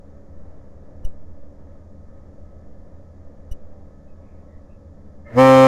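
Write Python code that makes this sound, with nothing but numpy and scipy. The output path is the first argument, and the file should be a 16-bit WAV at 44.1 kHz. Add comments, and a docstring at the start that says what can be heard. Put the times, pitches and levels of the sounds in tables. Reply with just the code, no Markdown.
"""A harbour at night, heard across the water. Far off a freighter's diesel drones under a steady rush.
At 1.0 s and 3.5 s two low electrical pops with a thin buzz cut in; faint, distant squeaks follow.
At 5.2 s compressed air hisses and whistles through a valve, and a large air horn speaks:
its diaphragm chops the air into a brassy note that scoops up to pitch and echoes off the quays,
so loud at the microphone that the input overloads."""
import sys
import numpy as np
from scipy import signal
from scipy.fft import rfft, irfft
from scipy.io import wavfile

SR = 44100
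rng = np.random.default_rng(int(sys.argv[2]) if len(sys.argv) > 2 else 0)


def int16_out(signal):
    """Quantize to a 16-bit WAV file."""
    q = np.round(np.clip(np.atleast_2d(signal).T, -1, 1) * 32767)
    wavfile.write(sys.argv[1], SR, q.astype(np.int16))


N = 250047
TIME = np.arange(N) / SR
BINS = np.fft.rfftfreq(N, 1 / SR)
NOTE_HZ, BAND_LIMIT_HZ = 131.68, 15800
VALVE_S, FULL_SWING_S = 5.245, 5.374  # the valve cracks open; the diaphragm's swing levels off
BLAST = slice(round(VALVE_S * SR), N)


# The air horn at full pressure, loudest thing at the microphone: multiple of the pitch, relative level/dB
HORN_HARMONICS = [(1, -18.4), (2, -12.6), (3, -31), (4, -8.2), (5, -27.5), (6, -17.7), (7, -21.2),
                  (8, -19.5), (9, -20.5), (10, -22.3), (11, -43.6), (12, -33.3), (13, -37.1), (14, -26.7),
                  (15, -34.3), (16, -38), (17, -29), (18, -31.6), (19, -43.5), (20, -48.8), (21, -44),
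                  (22, -42.5), (23, -41), (24, -39), (25, -45), (26, -64.0)]

def horn(scoop_hz=15, scoop_s=0.0121, waver=0.0007, dull_db_per_octave=9.5, shimmer_db=2.5):
    """The diaphragm chops the air; as its swing builds, the pitch rises and the tone brightens."""
    strength_db = 0.45 + swing_db()[BLAST]
    pitch = NOTE_HZ - scoop_hz * (1 - rise(FULL_SWING_S, scoop_s)[BLAST])
    pitch *= 1 + waver * drift(60, BLAST)
    angle = 2 * np.pi * np.cumsum(pitch) / SR
    # at low pressure the upper partials are weak
    tilt_db = -dull_db_per_octave * (1 - rise(middle_s=5.369, ease_s=.007)[BLAST])
    out = np.zeros(N)
    for k, db in HORN_HARMONICS:
        lag = 2.94 * np.log(k)  # phases are spread over the cycle to keep the peaks low
        shimmer = shimmer_db * k / len(HORN_HARMONICS) * drift(18, BLAST)  # from moving air
        level = gain_of(db + strength_db + tilt_db * np.log2(k) + shimmer)
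        out[BLAST] += level * np.sin(k * (angle - lag))
    out[BLAST] += rasp(angle - lag, strength_db, tilt_db)
    return out


def swing_db(growth_db_per_s=433, knee_db=2):
    """The diaphragm's swing relative to its full size: steady growth that levels off."""
    return -knee_db * np.logaddexp(0, growth_db_per_s * (FULL_SWING_S - TIME) / knee_db)


# Rasp of the overloaded note, above the horn's main partials: f/Hz, relative level/dB
RASP_SPECTRUM = [(3500, -52), (4150, -48), (4500, -52), (5100, -46.5), (5700, -54.5), (7000, -52),
                 (7800, -61), (8600, -56.5), (9600, -64), (12500, -63.5), (15800, -69)]

def rasp(angle, strength_db, tilt_db, jitter_rad=0.0048, hiss_db=-45.5, pulse_depth=0.93):
    """Rough, buzzing treble of the overloaded note: ragged upper partials and hiss pulsing at the pitch."""
    jittered = angle + jitter_rad * drift(120, BLAST)
    partials = np.zeros_like(angle)
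    for k in range(len(HORN_HARMONICS) + 1, int(BAND_LIMIT_HZ / NOTE_HZ)):
        db = 0.65 + level_at(RASP_SPECTRUM, k * NOTE_HZ) + strength_db + tilt_db * np.log2(k)
        ragged = .9 * rng.standard_normal()
        partials += gain_of(db) * np.sin(k * jittered + ragged)
    low_cut = 1 - np.exp(-(BINS / 2500) ** 4)
    hiss = noise(gain_of(level_at(RASP_SPECTRUM, BINS)) * low_cut)[BLAST]
    pulsing = gain_of(hiss_db + strength_db + tilt_db) * (1 - pulse_depth * np.sin(jittered))
    return partials + pulsing * hiss


# Rushing air, as coloured by the horn's flare: f/Hz, relative level/dB
FLARE_SPECTRUM = [(30, -6), (90, -4), (200, -9), (300, -2), (380, -8), (500, 1), (620, 1), (760, -9),
                  (1300, -11), (1480, -16), (1780, -12), (2130, -14), (2400, -21), (3500, -33), (7000, -40),
                  (16000, -54)]

def valve_air(leak_db=-45.5, leak_rise_s=.08, flow_db=-33.5):
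    """Compressed air leaks in as the valve opens, then flows with the swing under the tone."""
    leak = gain_of(leak_db) * np.clip((TIME - VALVE_S) / leak_rise_s, 0, 1)
    flow = gain_of(flow_db + swing_db())
    return (leak + flow) * noise(gain_of(level_at(FLARE_SPECTRUM, BINS)))


# Resonances that the leaking air whistles in, at the horn: f/Hz, width/Hz, level/dB
VALVE_RESONANCES = [(2080, 120, -56), (1774, 130, -52.5), (1270, 90, -57), (585, 52, -48)]

def valve_whistles(rise_s=0.032):
    """The opening valve squeals until the diaphragm takes the air."""
    level = np.clip((TIME - VALVE_S) / rise_s, 0, 1) * (1 - gain_of(swing_db()))
    return level * sum(gain_of(db) * band(hz, width) for hz, width, db in VALVE_RESONANCES)


# The quays around the microphone, time for their echo to fall 60 dB: f/Hz, t/s
QUAY_DECAY = [(130, 1.8), (600, 1.5), (2500, 0.98), (8000, 0.16)]

def quay_echoes(blast, delay_s=0.017):
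    """Scattered echoes from quays and bridge, the treble dying first."""
    hz, t, spectrum = signal.stft(rng.standard_normal(SR), SR, nperseg=256)
    decay = gain_of(-60 * t / level_at(QUAY_DECAY, hz)[:, None])
    tail = signal.istft(spectrum * decay, SR, nperseg=256)[1]
    tail = np.pad(tail / np.linalg.norm(tail), (round(delay_s * SR), 0))
    return signal.fftconvolve(blast, tail)[:N]


# Two low electrical pops with a thin buzz, cutting into the signal over the harbour sound:
# t/s, drop level/dB, recovery/s, spike as a share of the drop, buzz level/dB, buzz length/s
ELECTRICAL_POPS = [(1.048, -10.5, 0.043, .1, -49, 0.0084), (3.5142, -19, 0.034, 1.5, -51, 0.017)]

def pops(rise_s=0.0051, spike_s=0.006, rebound=0.27, rebound_s=0.069, buzz_hz=2930, grit=0.46):
    """At each glitch the signal drops, creeps back and overshoots; a gritty buzz rides on its edge."""
    out = np.zeros(N)
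    angle = 2 * np.pi * buzz_hz * TIME + 0.27 * drift(300)
    buzz = unit_rms(sum(gain_of(-2.5 * k) * np.cos(k * angle) for k in range(1, 5)))
    buzz *= 1 + gain_of(-18) * 2 * np.cos(angle / 3)  # every third cycle is a little stronger
    for start, db, recovery_s, spike, buzz_db, buzz_s in ELECTRICAL_POPS:
        t = np.maximum(TIME - start, 0)
        onset = 1 - np.exp(-(t / rise_s) ** 2)
        drop = onset * (np.exp(-t / recovery_s) + spike * np.exp(-(t / spike_s) ** 2 / 2))
        overshoot = rebound * (t / rebound_s) ** 2 * np.exp(-t / rebound_s)
        edge = rise(start, ease_s=0.0014) / (1 + (t / buzz_s) ** 6)
        out += gain_of(db) * (overshoot - drop)
        out += gain_of(buzz_db) * edge * (buzz + grit * edge * rng.standard_normal(N))
    return out


# Tones of the freighter's machinery, far from the microphone: f/Hz, wander/Hz, rms level/dB
ENGINE_TONES = [(63.5, 1.8, -54), (77.4, 0.54, -51.5), (83.1, 0.9, -50.5), (85, 0.942, -56),
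                (151.5, 1.15, -62), (175, 0.57, -64), (200.8, 0.83, -57.3), (214.7, 2.145, -60),
                (276, 1.42, -65.5), (283, 0.9, -59.5), (311, 0.99, -71), (589, 2.85, -68.5),
                (1273, 22, -75), (1740, 25, -81.5)]

def freighter(flutter_db=2.0):
    """The diesel and its fans drone, wavering a little across the water."""
    out = np.zeros(N)
    for hz, wander, db in ENGINE_TONES:
        angle = 2 * np.pi * (np.cumsum(hz + wander * drift(4)) / SR + rng.random())
        out += gain_of(db + flutter_db * drift(5)) * np.sqrt(2) * np.sin(angle)
    return out


# The harbour's bed of sound, a low rush and the hiss above it: f/Hz, relative level/dB
RUSH_SPECTRUM = [(4, 2), (25, -7.5), (42, -14.5), (55, -32), (75, -19.5), (105, -18), (190, -25.5),
                 (250, -27), (440, -28), (550, -20.5), (630, -27), (690, -33), (1000, -40.5), (1230, -41.5),
                 (1450, -49), (1750, -46), (2800, -65)]
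HISS_SPECTRUM = [(1500, -10), (2900, -7), (3500, 0), (4100, -3), (4800, 1), (7000, 1), (8000, -9),
                 (11500, -11), (12500, -18), (16000, -21)]

def harbour(rush_db=-41, hiss_db=-78, swell_db=0.9):
    """A broad, gently swelling rush with a faint hiss on top."""
    swell = gain_of(swell_db * noise(1 / (1 + (BINS / 2) ** 2)))
    rush = noise(gain_of(level_at(RUSH_SPECTRUM, BINS)) / (1 + (BINS / 4000) ** 8))
    hiss = noise(gain_of(level_at(HISS_SPECTRUM, BINS)))
    return gain_of(rush_db) * swell * rush + gain_of(hiss_db) * hiss


# Faint squeaks from far across the water: start t/s, end t/s, f/Hz, width/Hz, level/dB
FAR_SQUEAKS = [(3.7, 3.78, 1860, 50, -76), (3.7, 3.88, 780, 50, -65), (4, 4.85, 1095, 70, -71.5),
               (4.07, 4.15, 2550, 70, -74.5), (4.148, 4.5, 2350, 700, -77), (4.449, 4.62, 1940, 300, -69.5),
               (4.67, 4.79, 2600, 260, -75.5)]

def squeaks():
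    """Short breathy tones that swell and fade."""
    return sum(gain_of(db) * soft_gate(start, end) * band(hz, width)
               for start, end, hz, width, db in FAR_SQUEAKS)


def gain_of(db):
    """Decibels to a factor."""
    return np.exp(np.asarray(db) * (np.log(10) / 20))


def unit_rms(x):
    """Scales to an rms of one."""
    return x / np.sqrt(np.mean(x ** 2) + 1e-20)


def level_at(points, hz):
    """A table's value at hz, read on a log-frequency axis."""
    f, value = np.transpose(points)
    return np.interp(np.log(hz + 1), np.log(f + 1), value)


def noise(shape):
    """Noise of rms one with the given relative gain in each bin."""
    return unit_rms(irfft(rfft(rng.standard_normal(N)) * shape, N))


def band(hz, width):
    """Noise of rms one in a narrow band."""
    return noise(1 / (1 + (2 * (BINS - hz) / width) ** 4))


def drift(hz, part=slice(None), size=8192):
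    """A smooth random curve of rms one that changes up to about hz times a second."""
    low_pass = 1 / (1 + (BINS[:size // 2 + 1] / hz) ** 4)
    slow = unit_rms(irfft(rfft(rng.standard_normal(size)) * low_pass))
    return np.interp(TIME[part], np.linspace(0, TIME[-1], size), slow)


def soft_gate(start, end, taper=0.81):
    """Fades in and out between two times."""
    gate = signal.windows.tukey(round((end - start) * SR), taper)
    return np.pad(gate, (round(start * SR), N))[:N]


def rise(middle_s, ease_s):
    """A smooth step from zero to one around a moment."""
    return .5 + .5 * np.tanh((TIME - middle_s) / (2 * ease_s))


def scene(echo_db=-22.5):
    """The horn and its echoes over the harbour, in mono, with electrical pops cutting into the signal."""
    blast = horn() + valve_air() + valve_whistles()
    echoes = gain_of(echo_db) * quay_echoes(blast)
    background = harbour() + freighter() + squeaks()
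    return (blast + echoes + pops() + background)[None]


def record(dry, ceiling=.58):
    """The microphone's input overloads and flattens the horn's peaks; then the top treble is cut."""
    clipped = np.clip(dry, -ceiling, ceiling)
    low_pass = signal.firwin(1023, BAND_LIMIT_HZ, window=("kaiser", 9), fs=SR)
    return signal.oaconvolve(clipped, low_pass[None], "same")


dry = scene()
out = record(dry)
int16_out(out)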